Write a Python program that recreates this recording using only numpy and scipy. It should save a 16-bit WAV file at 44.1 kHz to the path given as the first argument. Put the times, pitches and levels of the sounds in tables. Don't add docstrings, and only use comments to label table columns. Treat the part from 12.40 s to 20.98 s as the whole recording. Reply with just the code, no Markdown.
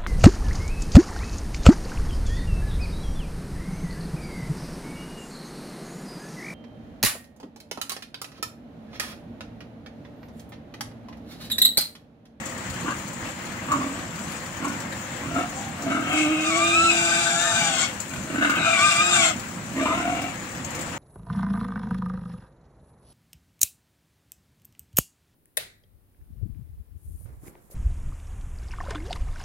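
import sys
import numpy as np
from scipy import signal
from scipy.fft import rfft, irfft, next_fast_len
from scipy.io import wavfile
from scipy.ndimage import uniform_filter1d, map_coordinates

SR = 44100
rng = np.random.default_rng(int(sys.argv[2]) if len(sys.argv) > 2 else 0)


def transcribe(signal):
    frames = np.atleast_2d(signal).T
    limited = np.clip(frames, -1, 1)
    pcm = np.round(limited * 32767).astype(np.int16)
    wavfile.write(sys.argv[1], SR, pcm)


def makeup_ratio(level_db):
    decades = np.asarray(level_db, float) / 20
    return 10 ** decades


N = 378378

# (time [s], unrest [dB])
HERD_UNREST = [
    (0, -0.5),
    (3.3, -1),
    (5.6, 0.5),
    (7.1, 1),
    (8.58, -2),
]
# (frequency [Hz], density [dB per Hz])
MUTTER_SPECTRUM = [(18, -55), (30, -49), (75, -5), (155, 1), (244, 1), (296, -10), (343, -12), (388, -11),
                   (450, -21), (580, -41), (990, -120)]
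SHUFFLE_SPECTRUM = [(210, -2.5), (350, -1.5), (389, -17.5), (520, -1), (585, -5.5), (896, -5), (1180, -4),
                    (1420, -6), (1890, -4.5), (3200, -13), (4500, -21.5), (5850, -21), (9900, -120)]
STRAW_SPECTRUM = [(2350, -103), (4000, -9.5), (4410, -7.5), (4910, -12), (5890, -6), (7270, 3.5),
                  (8630, -8), (10000, -14.5), (14900, -21), (15600, -5)]
THUMP_SPECTRUM = [(30, -42), (60, 2), (110, -2), (170, -2), (300, -60)]
# (time [s], half length [s], level [dB])
SHOVES = [
    (1.35, 0.091, -40.5),
    (2.93, 0.086, -36),
    (4.397, 0.098, -41),
    (.3, 0.041, -36),
    (5.79, 0.065, -39),
    (7.653, 0.2, -37.5),
    (8.24, 0.19, -41.5),
]
# (time [s], peak level [dB], low part against peak [dB])
SMACKS = [(0.0556, -18.5, -23), (0.2379, -38, -13), (0.2997, -25, -11), (0.507, -27, -22),
          (0.6767, -23, -27), (1.0545, -28, -15), (1.3177, -19.5, -25), (1.758, -29, -11), (1.791, -30, -6),
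          (1.92, -27, -12), (2.246, -23, -20), (2.28, -22.5, -16), (2.4029, -23.5, -22),
          (2.524, -39.5, 10.5), (3.032, -40, -12), (3.421, -24, -24), (3.7273, -24, -12), (5.602, -19, -16),
          (5.622, -32, -10), (5.662, -47, 0), (5.735, -37, 7.5), (5.761, -38.5, 8.5), (5.828, -41, 6),
          (0.334, -40, 4), (0.431, -43, 2), (6.098, -18.5, -6), (6.1542, -29, 0), (6.995, -25, -9),
          (7.429, -27, -13), (7.818, -23, -8), (8.15, -39, 4), (8.246, -23.5, -11), (8.303, -24, -18),
          (8.349, -21.5, -12), (8.3886, -26, -7), (8.4115, -22, -14)]

# (time [s], effort [dB], mouth opening [0-1], throat resonance [Hz], snout resonance [Hz])
GRUNTS = [
    [(.44, -39.5, 0.43, 495, 1130), (.485, -29.5, 0.84, 480, 1140), (.53, -36, 0.7, 500, 1210),
     (.57, -63, 0.6, 500, 1200)],
    [(1.275, -39, 0.75, 564, 1130), (1.32, -34.5, 1.01, 597, 1190), (1.39, -30.5, 0.6, 607, 1150),
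     (1.45, -32.5, 0.56, 624, 1140), (1.6, -39.5, 0.54, 595, 1180)],
    [(2.19, -39, 0.2, 570, 1110), (2.252, -31, 0.66, 604, 1095), (2.38, -44, 0.54, 610, 1150)],
    [(2.82, -39.5, 0.55, 613, 1180), (2.93, -32.5, 0.42, 670, 1320), (2.994, -23, 0.6, 700, 1325),
     (3.09, -51, 0.6, 730, 1210), (3.23, -47, .1, 786, 1220), (3.36, -60, .1, 786, 1220)],
]
# (time [s], effort [dB], mouth opening [0-1], throat resonance [Hz], snout resonance [Hz])
GROWLS = [
    [(3.39, -45, 0, 714, 1210), (3.44, -34, 0.04, 666, 1250), (3.52, -26, 0.57, 665, 1360),
     (3.668, -32.5, 0.52, 682, 1320), (3.76, -31.5, 0.6, 750, 1240)],
    [(5.7, -41, 0.6, 650, 1430), (5.846, -47, 0.3, 613, 1420), (5.9, -32, 0.38, 630, 1380),
     (6.0, -31.5, 0.56, 650, 1340), (6.025, -29, 0.88, 677, 1320), (6.11, -32.5, 0.96, 638, 1300),
     (6.2, -28.5, 0.7, 650, 1260), (6.3, -45, 0.8, 656, 1276)],
    [(7.31, -58, .1, 640, 1100), (7.36, -28.5, 0.34, 610, 1050), (7.448, -26.5, 0.27, 650, 1220),
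     (7.458, -30, 0.74, 650, 1250), (7.525, -29.5, 0.88, 660, 1280), (7.56, -30, 0.58, 686, 1340),
     (7.62, -31, 0.68, 713, 1400), (7.86, -35.5, 0.38, 713, 1300), (7.93, -49, 0.5, 740, 1250)],
]
# (time [s], strength against the usual flap [ratio])
HARD_FLAPS = [(0.457, 0.7), (0.481, 0.8), (0.506, 0.58), (1.284, 1.3), (1.311, 1.4), (1.337, 1.25),
              (1.363, 0.82), (1.41, 1.06), (1.39, 0.55), (1.441, 1.1), (1.462, 1.3), (1.492, 0.67),
              (1.514, .5), (1.542, 0.73), (1.566, .5), (2.942, 0.87), (2.985, 0.56), (3.408, 1),
              (3.435, 1.2), (3.464, 1.2), (3.516, 0.79), (3.593, 0.83), (5.879, 0.67), (5.901, 1.2),
              (5.926, .7), (5.957, 1.26), (5.981, 1.6), (6.023, 0.96), (6.047, 1.6), (6.071, 0.96),
              (6.095, 1.6), (6.168, 1.1), (7.365, 0.86), (7.397, 0.99), (7.424, 0.81), (7.456, 1.4),
              (7.479, .7), (7.503, 0.76), (7.525, 0.61), (7.549, .9), (7.574, 1), (7.6, 1.1), (7.625, 0.68),
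              (7.653, 0.93), (7.675, 1.2), (7.696, 1.16), (7.722, 0.99), (7.748, 0.91)]
# (time [s], side pocket [Hz], its level against the snout [dB], mouth [Hz], mouth level [dB])
MOUTH_SHAPE = [(.47, 1400, 0, 2880, -9), (.52, 1580, -1, 2870, -6), (1.31, 1317, -5, 2300, -5),
               (1.38, 1340, -14, 2350, -7), (1.5, 1400, -18, 2400, -11), (2.25, 1430, -2, 2300, -4),
               (2.98, 1550, -13, 2320, -6), (3.52, 1480, -7, 2190, -3), (3.7, 1550, -3, 2180, -11),
               (5.75, 1480, 2, 2420, 4), (5.95, 1480, 4, 2200, -3.5), (6.05, 1480, 7, 2140, -1),
               (6.12, 1481, 4, 2140, -2), (6.25, 1490, 5, 2200, -3), (7.38, 1908, 2, 2049, -1),
               (7.46, 1020, -4, 2580, 2), (7.5, 1040, -8, 2090, -1), (7.58, 1050, -4, 2150, 0),
               (7.65, 1150, -11, 2250, -2), (7.85, 1140, -2, 2320, 2)]
# (time [s], steady air against the jets [ratio])
LEAK = [(0.5, 0.36), (1.3, .2), (1.5, 0.12), (3, 0.27), (3.6, 0.34), (6.0, .1), (6.12, .2), (6.2, 0.78),
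        (7.35, 1), (7.41, 0.26), (7.5, 1.4), (7.6, 0.79), (7.9, 0.51)]

# (time [s], pitch [Hz], level [dB], pressing: octave over fundamental [dB],
# buzz of the upper partials [dB])
HUM_FIRST = [
    (3.7, 299, -44, -8, -50),
    (3.745, 305.2, -24.5, -15, -46),
    (3.92, 306.9, -21.5, -16, -43),
    (4.02, 314, -28.5, -13, -45),
    (4.18, 336, -31.5, 3.5, -70),
    (4.5, 337, -30.5, -4, -47),
    (5.04, 344, -47.5, 15, -55),
    (5.2, 340, -51.5, 15, -52),
    (5.42, 325, -46, -1, -55),
]
HUM_SECOND = [
    (6.24, 320, -49.5, 6.3, -48),
    (6.28, 331.5, -47.5, 23, -55),
    (6.5, 337.2, -48.5, 6.4, -58),
    (6.7, 350.4, -35.5, 4.6, -55),
    (6.779, 344.5, -36.5, 6.4, -48.5),
    (6.88, 321.8, -41, 4.4, -52),
    (6.92, 315.3, -47, 11.3, -52),
]
BUZZ_PARTIALS = [1.5, -0.5, -24, -4, 6, -12, -11]
# (time [s], pitch [Hz], level [dB], brightness: octave over
# fundamental [dB], coupling to the hum [dB])
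HIGH_FIRST = [
    (4.04, 1215, -32, -1, -46),
    (4.09, 1214, -28, -3, -50),
    (4.13, 1086, -35, 6.5, -56),
    (4.23, 1202, -23, -6, -55),
    (4.32, 1214, -24, 1.5, -49),
    (4.35, 1295, -22, -4, -46),
    (4.46, 1343, -17, -12, -48),
              (4.5, 1263, -34.5, 13, -33), (4.54, 1239, -37, 8.5, -32), (4.619, 1192, -43, 11, -30),
                (4.69, 1210, -37.5, 6.5, -28), (4.77, 1193, -36, 5, -29), (4.84, 1185, -43, 9, -38),
                (4.87, 1195, -46, 10, -26), (4.93, 1147, -39, 4, -37), (4.98, 1195, -49, 4, -44),
                (5.08, 1242, -31, -3, -29), (5.14, 1210, -40.5, 1, -36), (5.18, 1205, -39, 3, -24.5),
                (5.219, 1177, -41, 8, -30), (5.255, 1163, -42, 16, -32.5), (5.3, 1138, -46, -12, -33),
                (5.36, 1074, -40, -4, -42), (5.432, 1100, -33.5, 9.5, -28.5), (5.469, 1092, -52, -2, -38)]
HIGH_SECOND = [
    (6.17, 1270, -46, 2, -60),
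    (6.25, 1245, -34, -5, -48),
    (6.3, 1215, -36, 1, -39),
    (6.36, 1160, -35.5, 12, -41),
               (6.39, 1128, -26.5, -1, -24), (6.44, 1208, -21, 1, -34), (6.47, 1220, -27, -6, -27),
                 (6.515, 1196, -34, 13, -30), (6.544, 1156, -37, 8, -32), (6.585, 1193, -25, 3.5, -32),
                 (6.622, 1242, -19.5, -8.5, -28), (6.7, 1240, -30.5, -5, -31), (6.756, 1203, -30.5, 2, -25),
                 (6.79, 1138, -32, 4, -36), (6.84, 1061, -32.5, 0, -29), (6.89, 1058, -42, 4, -32),
                 (6.93, 1020, -54, 2, -49)]
# (time [s], level [dB], level of its octave [dB])
DIFFERENCE = [(4.04, -66, -63), (4.5, -62, -56), (4.6, -40, -48), (4.74, -42, -48), (4.9, -38.5, -37),
              (5.08, -37, -32), (5.15, -35, -41), (5.19, -48, -46), (5.23, -30.5, -40), (5.31, -31.5, -39),
              (5.38, -52, -38), (5.47, -45, -50), (6.2, -47, -55), (6.6, -50, -52), (6.8, -42, -46),
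              (6.86, -42, -46), (6.91, -32, -46), (6.93, -42, -50)]
# (time [s], breath [dB], bite: hiss over the breath [dB])
RASP = [
    [(3.62, -48, -10), (3.72, -37, -1), (3.78, -34.5, 6.5), (3.88, -38.5, 0.5), (4.08, -36, 4),
     (4.35, -34.5, 5.5), (4.55, -34, 6.5), (4.77, -36.5, 9.5), (4.95, -38, 10), (5.12, -34.5, 8.5),
     (5.3, -36, 7), (5.43, -35, 9.5), (5.49, -48, 4), (5.52, -52, 7)],
    [(6.15, -36, -13), (6.22, -31.5, -5), (6.258, -27.5, -3), (6.35, -32.5, 2), (6.45, -34, 9),
     (6.644, -32, 4.5), (6.76, -30, 6), (6.88, -30, 5), (6.92, -43, -5), (6.975, -78, -10.5)],
]
# (centre [Hz], width [Hz], level [dB])
THROAT_MODES = [(652, 61, 4), (757, 114, 4), (1240, 235, 3), (1547, 170, 5), (2140, 115, 1.5),
                (2530, 160, 2.5), (2705, 190, 3.5), (3180, 340, -2), (3840, 100, -5)]
# (frequency [Hz], density [dB per Hz])
EDGE_SPECTRUM = [(1940, -24), (3300, -4.5), (3640, 0), (4250, -6.5), (4810, -6), (5200, -5.5), (5620, -5.5),
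                 (6570, -2.5), (7580, 2.5), (10200, -17.5), (14100, -29), (15600, -45)]

# (frequency [Hz], level against direct sound [dB])
SCATTER = [(200, -16), (700, -7), (1500, -2), (2600, 2), (4000, 8), (7000, 13)]
# (frequency [Hz], correlation [-1 to 1])
PORT_LIKENESS = [(60, 1), (130, 0.91), (290, 0.95), (640, 0.66), (1410, 0.039), (3100, 0.081),
                 (6820, -0.51), (15000, 0.21)]
# (frequency [Hz], left minus right [dB])
PORT_COLOUR = [(60, -12), (92, 0.5), (140, -3.5), (210, -1.5), (330, -4), (500, -0.5), (770, -1),
               (1170, 2.5), (1790, 5.5), (2740, 4.5), (4190, 0), (6410, 18), (9810, 25), (15000, 16.5)]


def unit(x):
    return x / np.sqrt(np.mean(x ** 2) + 1e-20)


def along(points, hz):
    f, v = np.transpose(points)
    return np.interp(np.log(hz + 1), np.log(f + 1), v)


def curves(*calls):
    t = np.arange(N) / SR
    gate = sum(np.clip(np.minimum(t - c[0][0], c[-1][0] - t) / 0.0041, 0, 1) for c in calls)
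    s, *columns = np.transpose(np.vstack(calls))
    return [gate] + [np.interp(t, s, column) for column in columns]


def wobble(rate):
    knots = rng.standard_normal(int(N * rate / SR) + 4)
    return map_coordinates(knots, [np.arange(N) * rate / SR])


def filtered(x, response):
    m = next_fast_len(N + 8192)
    return irfft(rfft(x, m) * response(np.fft.rfftfreq(m, 1 / SR)), m)[..., :N]


def turns(hz):
    return 2 * np.pi * np.cumsum(hz * np.ones(N)) / SR


def cavity(x, hz, width_hz):
    spin = np.exp(1j * turns(hz))
    keep = np.exp(-np.pi * width_hz / SR)
    soft = signal.lfilter([1], [1, -keep ** 3], x / spin)
    return unit((signal.lfilter([1], [1, -keep], soft) * spin).real)


def mode(f, hz, width_hz):
    return 1j * f * width_hz / (hz * hz - f * f + 1j * f * width_hz)


def tube(modes):
    return lambda f: sum((-1) ** k * makeup_ratio(db) * mode(f, hz, width_hz)
                         for k, (hz, width_hz, db) in enumerate(modes)) ** 2


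def rush(spectrum, patchy_db):
    z = signal.stft(rng.standard_normal((2, N + 512)), nperseg=512)[2]
    patches = uniform_filter1d(rng.standard_normal(z.shape[1:]), size=6, axis=0)
    patches = uniform_filter1d(patches, size=8, axis=1)
    pair = signal.istft(z * makeup_ratio(patchy_db * unit(patches)), nperseg=512)[1][:, :N]

    def mid_side(f):
        angle = np.arccos(np.clip(along(PORT_LIKENESS, f), 0, 1)) / 2
        return makeup_ratio(along(spectrum, f)) * np.array([np.cos(angle), np.sin(angle)])

    mid, side = filtered(pair, mid_side)
    return unit(np.array([mid + side, mid - side]))


def thumps():
    t = np.arange(N) / SR
    lean = sum(makeup_ratio(db) * np.exp(-((t - s) / half_s) ** 2) for s, half_s, db in SHOVES)
    return lean * unit(filtered(rng.standard_normal(N), lambda f: makeup_ratio(along(THUMP_SPECTRUM, f))))


def herd():
    _, unrest_db = curves(HERD_UNREST)
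    stir = wobble(5.8)
    mutter_db = -38.5 + unrest_db + 1.05 * wobble(17) + 1.2 * wobble(40)
    shuffle_db = -36 - 0.63 * unrest_db + 0.6 * stir + 0.9 * wobble(20)
    straw_db = -59.5 + 0.5 * unrest_db + 19.5 + 0.4 * stir + 0.84 * wobble(16)
    mutter = makeup_ratio(mutter_db) * rush(MUTTER_SPECTRUM, patchy_db=0.0)
    shuffle = makeup_ratio(shuffle_db) * rush(SHUFFLE_SPECTRUM, patchy_db=1.3)
    straw = makeup_ratio(straw_db) * rush(STRAW_SPECTRUM, patchy_db=2.5)
    return thumps() + mutter + shuffle + straw


def smacks():
    t = np.arange(SR // 20) / SR
    high, low = np.zeros((2, N + SR))
    decay = makeup_ratio(-60 * t / 0.0089) + 0.46 * makeup_ratio(-60 * t / 0.031)
    for s, db, low_db in SMACKS:
        burst = decay * rng.standard_normal(len(t))
        high[round(s * SR):][:len(t)] += makeup_ratio(db) * burst
        low[round(s * SR):][:len(t)] += makeup_ratio(db + low_db) * burst

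    def sprinkle(per_s, floor_db, spread_db, decay):
        level_db = floor_db + spread_db * rng.exponential(size=N).clip(0, 1.9)
        hits = (rng.random(N) < per_s / SR) * makeup_ratio(level_db)
        return signal.fftconvolve(hits, decay)[:N] * rng.standard_normal(N)

    high = high[:N] + sprinkle(45, -39, 7.2, makeup_ratio(-60 * t[:600] / 0.011))
    low = low[:N] + sprinkle(22, -53, 7.4, makeup_ratio(-60 * t / 0.055))
    bright = filtered(high, lambda f: makeup_ratio(along(STRAW_SPECTRUM, f) + 4.5))
    return bright + filtered(low, lambda f: makeup_ratio(8.5) * mode(f, 2300, 2200))


def fold_flaps():
    gather_s = 0.012
    cycle = np.cumsum(41 * makeup_ratio(1.1 * wobble(30))) / SR
    usual = np.diff(np.floor(cycle), prepend=0) * makeup_ratio(0.19 * wobble(88))
    s, strength = np.transpose(HARD_FLAPS)
    hard = np.bincount(np.round(s * SR).astype(int), strength, N)
    clear = uniform_filter1d(1. 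* (hard > 0), size=int(2 * gather_s * SR)) < 1e-6
    return hard + usual * clear


def grunts():
    gate, chest_db, opening, throat_hz, snout_hz = curves(*GRUNTS, *GROWLS)
    _, side_hz, side_db, mouth_hz, shape_db = curves(MOUTH_SHAPE)
    _, leak = curves(LEAK)
    tightened_hz = np.maximum(throat_hz - 650, -34.7)
    chest_hz = 279 + 0.061 * tightened_hz
    throat_db = chest_db - 6.5 + 0.1216 * tightened_hz
    snout_db = chest_db - 14.5 + 25.5 * opening
    mouth_db = chest_db - 12.5 + 16 * opening + 0.0474 * tightened_hz + shape_db

    flaps = fold_flaps()

    def puff(fade_s):
        envelope = signal.lfilter([1], [1, -np.exp(-1 / (fade_s * SR))], flaps)
        return unit(envelope * rng.standard_normal(N))

    jet, sigh = puff(0.015), puff(0.04)
    steady = leak * rng.standard_normal(N)
    jet = (jet + steady) / np.sqrt(1 + leak ** 2)
    sigh = sigh + steady
    flaps = unit(flaps)

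    def blown(air):
        return unit(flaps + air * jet)

    chest = makeup_ratio(chest_db) * cavity(flaps + 0.55 * sigh, chest_hz, 48)
    throat = makeup_ratio(throat_db) * cavity(flaps + 0.8 * sigh, throat_hz, 45)
    pocket = makeup_ratio(side_db) * cavity(blown(1.7), side_hz, 91)
    snout = cavity(blown(2.6), snout_hz, 123) + pocket
    snout = makeup_ratio(snout_db) * snout / np.sqrt(1 + makeup_ratio(2 * side_db))
    mouth = cavity(blown(4.5), mouth_hz, 200)
    mouth = mouth + 0.92 * cavity(blown(0.52), 2744, 240) + 0.23 * cavity(blown(2.9), 3440, 700)
    mouth = makeup_ratio(mouth_db) * unit(mouth)
    hiss = unit(filtered(jet, lambda f: makeup_ratio(along(EDGE_SPECTRUM, f))))
    return gate * (chest + throat + snout + mouth + makeup_ratio(mouth_db - 10) * hiss)


def rasp(tight, low, high, beat, hum_hz, shriek_hz):
    blowing, middle_db, bite_db = curves(*RASP)
    pulse = makeup_ratio(1.6 * wobble(25)) * (1 + 0.94 * np.cos(low / 2))
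    deep, mid, sharp = pulse * rng.standard_normal((3, N))
    body = makeup_ratio(middle_db - 15 + 17) * unit(filtered(deep, tube(THROAT_MODES[:4])))
    riding = cavity(mid, 2 * shriek_hz, 150) + 0.75 * cavity(mid, 3 * shriek_hz, 280)
    riding = riding + 0.49 * cavity(mid, 2 * shriek_hz + hum_hz, 110)
    still = (1 - 0.65 * tight) * unit(filtered(mid, tube(THROAT_MODES[4:])))
    middle = makeup_ratio(middle_db + 9.0) * (still + 0.4 * tight * riding)
    snaps = sum(np.cos(k * high) for k in range(3, 8))
    jets = tight * beat * unit(snaps * (2.7 + wobble(220)))
    edge = unit(filtered(sharp + 0.7 * jets, lambda f: makeup_ratio(along(EDGE_SPECTRUM, f))))
    return blowing * (body + middle + makeup_ratio(middle_db + bite_db - 0.7) * edge)


def squeals():
    tight, shriek_hz, first_db, bright_db, sum_db = curves(HIGH_FIRST,
                                                         HIGH_SECOND)
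    on, hum_hz, hum_db, pressing_db, buzz_db = curves(HUM_FIRST, HUM_SECOND)
    _, gap_db, octave_db = curves(DIFFERENCE)
    rough = np.clip(0.4 + 0.06 * (-24 - first_db), 0.4, 1)

    def tone(db, phase, flutter_db):
        return np.sqrt(2) * makeup_ratio(db + flutter_db * rough * wobble(55)) * np.sin(phase)

    low = turns(hum_hz * (1 + 0.01093 * wobble(60)))
    octave = hum_db + pressing_db
    fourth_db = octave - 5.5 - 14 * (1 - rough)
    hum = tone(hum_db, low, 1.0) + tone(octave, 2 * low, 0.53) + tone(fourth_db, 4 * low, 4.3)
    hum = hum + sum(tone(buzz_db + db, k * low, 5.5) for k, db in enumerate(BUZZ_PARTIALS, start=4))

    high = turns(shriek_hz * (1 + 0.017 * rough * wobble(110)))
    beat = 1 + 0.7 * np.cos(low) + 0.7 * rough * np.cos(low / 2)
    second_db = first_db + bright_db
    third_db = second_db - 25.5
    upper = tone(second_db - 7, 2 * high, 4.5) + tone(third_db, 3 * high, 5)
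    upper = upper + tone(third_db - 5, 4 * high, 5) + tone(third_db - 6, 5 * high, 5)
    shriek = tone(first_db, high, 3) + tone(second_db - 2.5 * rough, 2 * high, 4) + beat * upper

    total = turns((shriek_hz + hum_hz) * (1 + 0.011 * wobble(110)))
    gap = turns((shriek_hz - hum_hz) * (1 + 0.012 * wobble(70)))
    sum_tone = np.sqrt(np.abs(beat)) * tone(sum_db, total, 3)
    difference_tone = tone(gap_db, gap, 2.5) + tone(octave_db, 2 * gap, 4)
    voices = on * hum + tight * (shriek + sum_tone + difference_tone)
    return voices + rasp(tight, low, high, beat, hum_hz, shriek_hz)


def placed(x, lag_s, t60):
    hop, t = SR // 5, np.arange(SR // 8) / SR
    wet, padded = np.zeros((2, N + SR)), np.pad(x, (hop, SR))
    fade = np.sin(np.pi * np.arange(2 * hop) / (2 * hop))
    for at in range(0, N + hop, hop):
        tail = makeup_ratio(-60 * t / t60) * rng.standard_normal((2, len(t)))
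        tail = tail / np.linalg.norm(tail[0])
        piece = padded[at:at + 2 * hop] * fade
        wet[:, at:at + 2 * hop + len(t) - 1] += signal.fftconvolve(piece[None], tail, axes=1)

    def share(f):
        return 1 / np.sqrt(1 + makeup_ratio(2 * along(SCATTER, f)))

    lags = lag_s * np.array([[0], [1]])
    direct = filtered(x, lambda f: share(f) * np.exp(-2j * np.pi * f * lags))
    return direct + filtered(wet[:, hop:hop + N], lambda f: np.sqrt(1 - share(f) ** 2))


def scene():
    ticks = placed(smacks(), lag_s=0.00005, t60=0.11)
    voice = placed(grunts() + squeals(), lag_s=0.00013, t60=0.16)
    return herd() + ticks + voice


def low_pass(x):
    return signal.sosfilt(signal.butter(12, 15600, fs=SR, output="sos"), x)


def record(dry):
    def response(f):
        ratio = makeup_ratio(along(PORT_COLOUR, f))
        colour = np.sqrt(2 / (1 + ratio ** 2)) * np.array([ratio, np.ones_like(f)])
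        return colour * (f < 15700) / (1 + (45 / (f + 1)) ** 3)

    return low_pass(filtered(dry, response))


dry = scene()
out = record(dry)
transcribe(out)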